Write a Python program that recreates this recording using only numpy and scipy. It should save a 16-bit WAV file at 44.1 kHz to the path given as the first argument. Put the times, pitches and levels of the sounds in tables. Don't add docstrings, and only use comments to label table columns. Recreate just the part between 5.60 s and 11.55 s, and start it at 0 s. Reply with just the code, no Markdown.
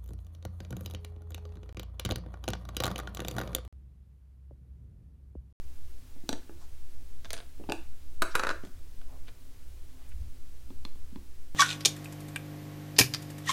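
import sys
import numpy as np
from scipy import signal
from scipy.fft import rfft, irfft, next_fast_len
from scipy.io import wavfile

SR = 44100
rng = np.random.default_rng(int(sys.argv[2]) if len(sys.argv) > 2 else 0)


def bounce(signal):
    frames = np.transpose(np.atleast_2d(signal))
    limited = np.clip(frames, -1, 1)
    pcm = np.round(limited * 32767).astype(np.int16)
    wavfile.write(sys.argv[1], SR, pcm)


N = 262350
TIME = np.arange(N) / SR
AGE = TIME[:SR // 4]
THUMP_HZ, KNOCK_HZ, CLICK_HZ = 165, 650, 2300
CUTOFF_HZ = 15900

# t/s, bass level/dB, hardness/dB gained per step from bass to middle to treble
UNPLUG_TAPS = [(.562, -52, -9.5), (.6914, -32.5, 0.5), (.7286, -34, -3), (.7365, -59, 3)]
CATCH_SNAPS = [(.636, -47.5, -21), (.8945, -46.5, -10), (1.998, -45.5, -22), (2.009, -47, -18),
               (2.038, -49.5, -6.5), (2.0902, -31.5, -11.5), (2.0975, -41.5, 0), (2.1025, -35, -8),
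               (2.1211, -36, 2)]
TIP_POKES = [(5.104, -46, -9), (5.2512, -44.5, 0.5), (5.357, -55, -6.5), (5.523, -47, -18.5),
             (5.559, -39.5, -9.5)]
FINGERTIP_THUDS = [(3.036, -41.5, -14), (3.05, -50.5, -3.5), (3.07, -53, -6.5)]
# t/s, strength/dB
PEG_LANDINGS = [(1.6467, -52.5), (1.654, -52), (1.6583, -59), (1.7054, -40), (1.7314, -37.5),
                (1.7403, -44.5), (1.748, -55), (1.7668, -52), (1.7781, -50.5), (1.7876, -54),
                (1.8027, -53.5), (1.824, -70), (3.415, -64), (3.6825, -58.5), (3.689, -63)]
LID_LANDINGS = [(2.6208, -20), (2.627, -30), (2.753, -20), (2.7955, -28), (2.8353, -29.5), (2.8488, -35),
                (2.8691, -28.5), (2.8908, -30.5), (2.903, -32.5), (2.9106, -34)]
# f/Hz, least width/Hz, relative level/dB
GLOBE_RING = [(190, 6.5, -15), (257, 26, 7.5), (284, 13, 0), (354, 46, -6), (493, 150, -8.5),
              (670, 120, -12), (860, 190, -14), (1170, 71, -21), (1490, 160, -15), (1620, 60, -25),
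              (2830, 97, -38), (3570, 150, -22), (3940, 320, -15.5), (4550, 340, -22), (5770, 250, -21),
              (6700, 450, -29), (7800, 840, -33), (12100, 1000, -26)]
RIM_RING = [(187, 11, -33), (260, 9, -4), (342, 35, 3.5), (428, 44, -3), (580, 69, -12), (724, 58, -11),
            (846, 110, -6), (962, 240, -10), (1190, 160, -10), (1480, 120, -11), (1660, 210, -14.5),
            (2640, 460, -15.5), (3730, 450, -18.5), (4650, 190, -16.5), (5600, 290, -25), (8550, 2000, -27),
            (11800, 1200, -33)]
POKE_RING = [(200.3, 10, -4.5), (257.4, 37, 0), (360, 24, -7.5), (525, 110, -20), (1066, 87, -17),
             (1190, 106, -20), (2760, 150, -38), (3500, 240, -17), (4200, 260, -15.5), (4750, 290, -21),
             (8950, 1200, -27)]
PEG_RING = [(257, 27, 7), (363, 43, 3), (525, 55, 5), (674, 44, 11.5), (1070, 190, -6), (1670, 280, 4),
            (2390, 870, -6), (3830, 770, 4), (4530, 900, 4), (6050, 770, 4), (9800, 2000, -9),
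            (12500, 3000, -18)]
LID_RING = [(188, 20, -18), (268, 15, -14), (384, 28, 1), (530, 105, 1), (664, 42, -7), (980, 54, -29),
            (1016, 55, -6.5), (1185, 36, -13), (1270, 38, 4), (1392, 123, 3), (1527, 79, 0.5),
            (1586, 120, -2.5), (1645, 57, -16.5), (2140, 120, -25), (2540, 350, -13), (3980, 200, -9.5),
            (4420, 210, -16.5), (6200, 280, -19), (8700, 990, -29), (11200, 1000, -22)]
TABLE_RING = [(194, 26, -0.5), (254.5, 14, 5.5), (276, 24, -14), (363, 46, -6), (596, 110, -17),
              (3530, 590, -22.5)]
# f/Hz, width/Hz, gain/dB
GLOBE_DIPS = [(1080, 140, -7), (1930, 420, -9), (5150, 450, -5), (10400, 1500, -7)]
# t/s, half length/s, level/dB, f/Hz
SCUFFS_AND_TICKS = [(0.7297, 0.0012, -39, 3700), (.733, 0.0061, -45, 1580), (1.024, 0.026, -63.5, 840),
                    (1.026, 0.028, -64.5, 5300), (2.012, 0.014, -60, 493), (2.721, 0.02, -53.5, 4370),
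                    (2.833, .004, -33, 1370), (2.893, 0.0021, -34.5, 4200), (3.058, 0.036, -67, 4930),
                    (3.529, 0.051, -61.5, 700), (3.683, 0.011, -55.5, 2460), (4.40, 0.1, -71.5, 870),
                    (4.44, 0.04, -70, 2500), (4.493, 0.0073, -61, 8950), (4.52, 0.0073, -59.5, 2060)]
# t/s, level/dB
ARM_MOVES = [(2.88, -49), (3.18, -51), (4.53, -43), (4.64, -39)]
# f/Hz, level/dB, t60/s
BEDROOM_BANDS = [(148, -15, 0.41), (388, -1.5, 0.21), (805, -7.5, 0.28), (1560, -9, 0.41),
                 (3030, -10.5, 0.34), (6000, -9.5, 0.28), (10000, -7, 0.28), (16000, -22, .22)]
# f/Hz, width/Hz, level/dB
HOUSE_HUM = [(14.6, 5, -44.5), (64.6, 10.3, -52.5), (102.4, 23, -62.5), (257.7, 4.3, -70.5),
             (355.5, 7.7, -80)]
# f/Hz, relative level/dB
HISS_SHAPE = [(76, -36), (130, -17), (141, -19.5), (172, -7), (224, -10), (258, -4.5), (285, -7),
              (342, -7.5), (410, -10.5), (435, -11), (796, -18), (5960, -21), (16000, -24.5)]


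def globe():
    taps = strikes(pressed(UNPLUG_TAPS, middle_db=-2), GLOBE_RING, snap_db=-57,
                   crack=(-28, 0.011), chatter=(4.5, 0.0047), top_hz=10800, db_per_octave=15,
                   detune=0.0075)
    snaps = strikes(pressed(CATCH_SNAPS, middle_db=3.5), RIM_RING, snap_db=-54,
                    crack=(-31.5, 0.011), chatter=(-1, 0.011), top_hz=10800, db_per_octave=12,
                    detune=0.0039)
    pokes = strikes(pressed(TIP_POKES, middle_db=-0.5), POKE_RING, snap_db=-57,
                    crack=(-33, 0.018), chatter=(-4.5, 0.0087), top_hz=6900, db_per_octave=8.5,
                    detune=0.0065)
    shell = taps + snaps + pokes
    for hz, width, db in GLOBE_DIPS:
        notched = signal.lfilter(*signal.iirnotch(hz, hz / width, fs=SR), shell)
        shell = from_db(db) * shell + (1 - from_db(db)) * notched
    return shell


def peg_rattle():
    contacts = dropped(PEG_LANDINGS, colour_db=(-13, -5, 0), shares=(0.5, 0.59, 1.0))
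    return strikes(contacts, PEG_RING, snap_db=-22, crack=(2.5, 0.0043), chatter=(-1.5, 0.04),
                   top_hz=12300, db_per_octave=11, detune=0.019)


def lid_wobble():
    contacts = dropped(LID_LANDINGS, colour_db=(-15, 0, -7), shares=(0.56, 0.81, 1.16))
    return strikes(contacts, LID_RING, snap_db=-19.5, crack=(-19.5, 0.039), chatter=(1.5, 0.03),
                   top_hz=11460, db_per_octave=17.5, detune=0.014)


def lid_roll(let_go_s=2.7, relative_db=-9.5, rise_t60=0.03, fall_t60=0.1):
    power = 0
    for s, db in LID_LANDINGS:
        if s > let_go_s:
            t60 = np.where(TIME < s, rise_t60, fall_t60)
            power += (from_db(db + relative_db) * fade(np.abs(TIME - s), t60)) ** 2
    return np.sqrt(power) * hum(centre_hz=1380, width_hz=980)


def finger_thuds():
    return strikes(pressed(FINGERTIP_THUDS, middle_db=-0.5), TABLE_RING, snap_db=-53,
                   crack=(-27, 0.031), chatter=(-6, 0.036), top_hz=8500, db_per_octave=25, detune=0.0088)


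def pressed(touches, middle_db):
    return [(s, db, db + hardness + middle_db, db + 2 * hardness) for s, db, hardness in touches]


def dropped(bounces, colour_db, shares):
    hardest_db = max(db for s, db in bounces)
    return [(s, *[hardest_db + colour + share * (db - hardest_db)
                  for colour, share in zip(colour_db, shares)]) for s, db in bounces]


def strikes(contacts, modes, snap_db, crack, chatter, top_hz, db_per_octave, detune):
    out = np.zeros(N + len(AGE))
    hz, width, mode_db = np.transpose(modes)
    width = np.maximum(width, hz / 28)
    heights = from_db(mode_db) * 2 * np.pi * width / SR
    decays = np.exp(-np.pi * width[:, None] * AGE)
    hardest_db = max(row[-1] for row in contacts)
    for s, *levels_db in contacts:
        pitches = hz * np.exp(detune * rng.standard_normal(len(hz)))
        strengths = heights * from_db(rng.standard_normal(len(hz)))
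        ring = strengths @ (np.sin(2 * np.pi * pitches[:, None] * AGE) * decays)
        blow = ring + signal.fftconvolve(ring, burst(*chatter))[:len(AGE)] + burst(*crack)
        blow[0] += from_db(snap_db)
        edge_hz = top_hz * 2 ** ((levels_db[-1] - hardest_db) / db_per_octave)
        blow = cut(blow, [THUMP_HZ, edge_hz], "band")
        bass = cut(blow, KNOCK_HZ, "low", order=3)
        middle = cut(blow, [KNOCK_HZ, CLICK_HZ], "band", order=3)
        treble = cut(blow, CLICK_HZ, "high", order=3)
        start = int(s * SR)
        for part, db in zip((bass, middle, treble), levels_db):
            out[start:start + len(AGE)] += from_db(db) * part / np.std(part[:SR // 100])
    return out[:N]


def scuffs_and_ticks(grain_db=4):
    out = np.zeros(N)
    peak_s = AGE.mean()
    for s, half_length, db, hz in SCUFFS_AND_TICKS:
        grains = rng.standard_normal(len(AGE)) * from_db(grain_db * rng.standard_normal(len(AGE)))
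        octave = rms_one(cut(grains, [hz / np.sqrt(2), hz * np.sqrt(2)], "band"))
        start = int((s - peak_s) * SR)
        out[start:start + len(AGE)] += from_db(db) * swell(AGE - peak_s, half_length) * octave
    return out


def bedroom(x, build_up_s):
    t = TIME[:SR * 2 // 3]
    edges = np.geomspace(100, CUTOFF_HZ, 15)
    room_hz, room_db, room_t60 = np.transpose(BEDROOM_BANDS)
    white = rng.standard_normal((2, len(t)))
    onset = 1 - swell(t, build_up_s)
    response = 0
    for k, (low, high) in enumerate(zip(edges, edges[1:])):
        log_centre = np.log(low * high) / 2
        envelope = onset * fade(t, np.interp(log_centre, np.log(room_hz), room_t60))
        gain = from_db(np.interp(log_centre, np.log(room_hz), room_db)) / np.linalg.norm(envelope)
        response += gain * cut(white[k % 2] * envelope, [low, high], "band")
    return signal.fftconvolve(x, response)[:N]


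def background():
    hiss_hz, hiss_db = np.transpose(HISS_SHAPE)
    hiss = from_db(-61.5) * noise(lambda hz: from_db(np.interp(np.log(hz), np.log(hiss_hz), hiss_db)))
    machine = sum(from_db(db) * hum(hz, width) for hz, width, db in HOUSE_HUM)
    draught = from_db(-57) * hum(centre_hz=30, width_hz=64)
    sway = from_db(-31) * hum(centre_hz=3.38, width_hz=2.18)
    arm_motion = sum(from_db(db) * swell(TIME - s, half_length_s=0.055) for s, db in ARM_MOVES)
    arm = arm_motion * hum(centre_hz=64, width_hz=27)
    return hiss + machine + draught + sway + arm


def hum(centre_hz, width_hz):
    return noise(lambda hz: 1 / (1 + ((hz - centre_hz) / (width_hz * 2 / 3)) ** 2))


def noise(gain_at):
    size = next_fast_len(N)
    hz = np.maximum(np.arange(size // 2 + 1) * SR / size, 1e-3)
    return rms_one(irfft(rfft(rng.standard_normal(size)) * gain_at(hz), size)[:N])


def burst(db, t60):
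    x = rng.standard_normal(len(AGE)) * fade(AGE, t60)
    return from_db(db) * x / np.linalg.norm(x)


def swell(t, half_length_s):
    return np.exp(-(t / half_length_s) ** 2)


def fade(t, t60):
    return np.exp(-np.log(1000) * t / t60)


def cut(x, hz, kind, order=2):
    return signal.sosfilt(signal.butter(order, np.minimum(hz, SR * 9 / 20), kind, fs=SR, output="sos"), x)


def from_db(db):
    return 10 ** (np.asarray(db) / 20)


def rms_one(x):
    return x / np.sqrt(np.mean(x ** 2) + 1e-20)


def scene():
    handling = globe() + peg_rattle() + lid_wobble() + finger_thuds() + lid_roll() + scuffs_and_ticks()
    return (handling + bedroom(handling, build_up_s=0.0026) + background())[None]


def record(dry):
    headroom = from_db(-14)
    rounded = headroom * np.tanh(dry / headroom)
    return signal.sosfilt(signal.ellip(10, .1, 80, CUTOFF_HZ, fs=SR, output="sos"), rounded)


dry = scene()
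out = record(dry)
bounce(out)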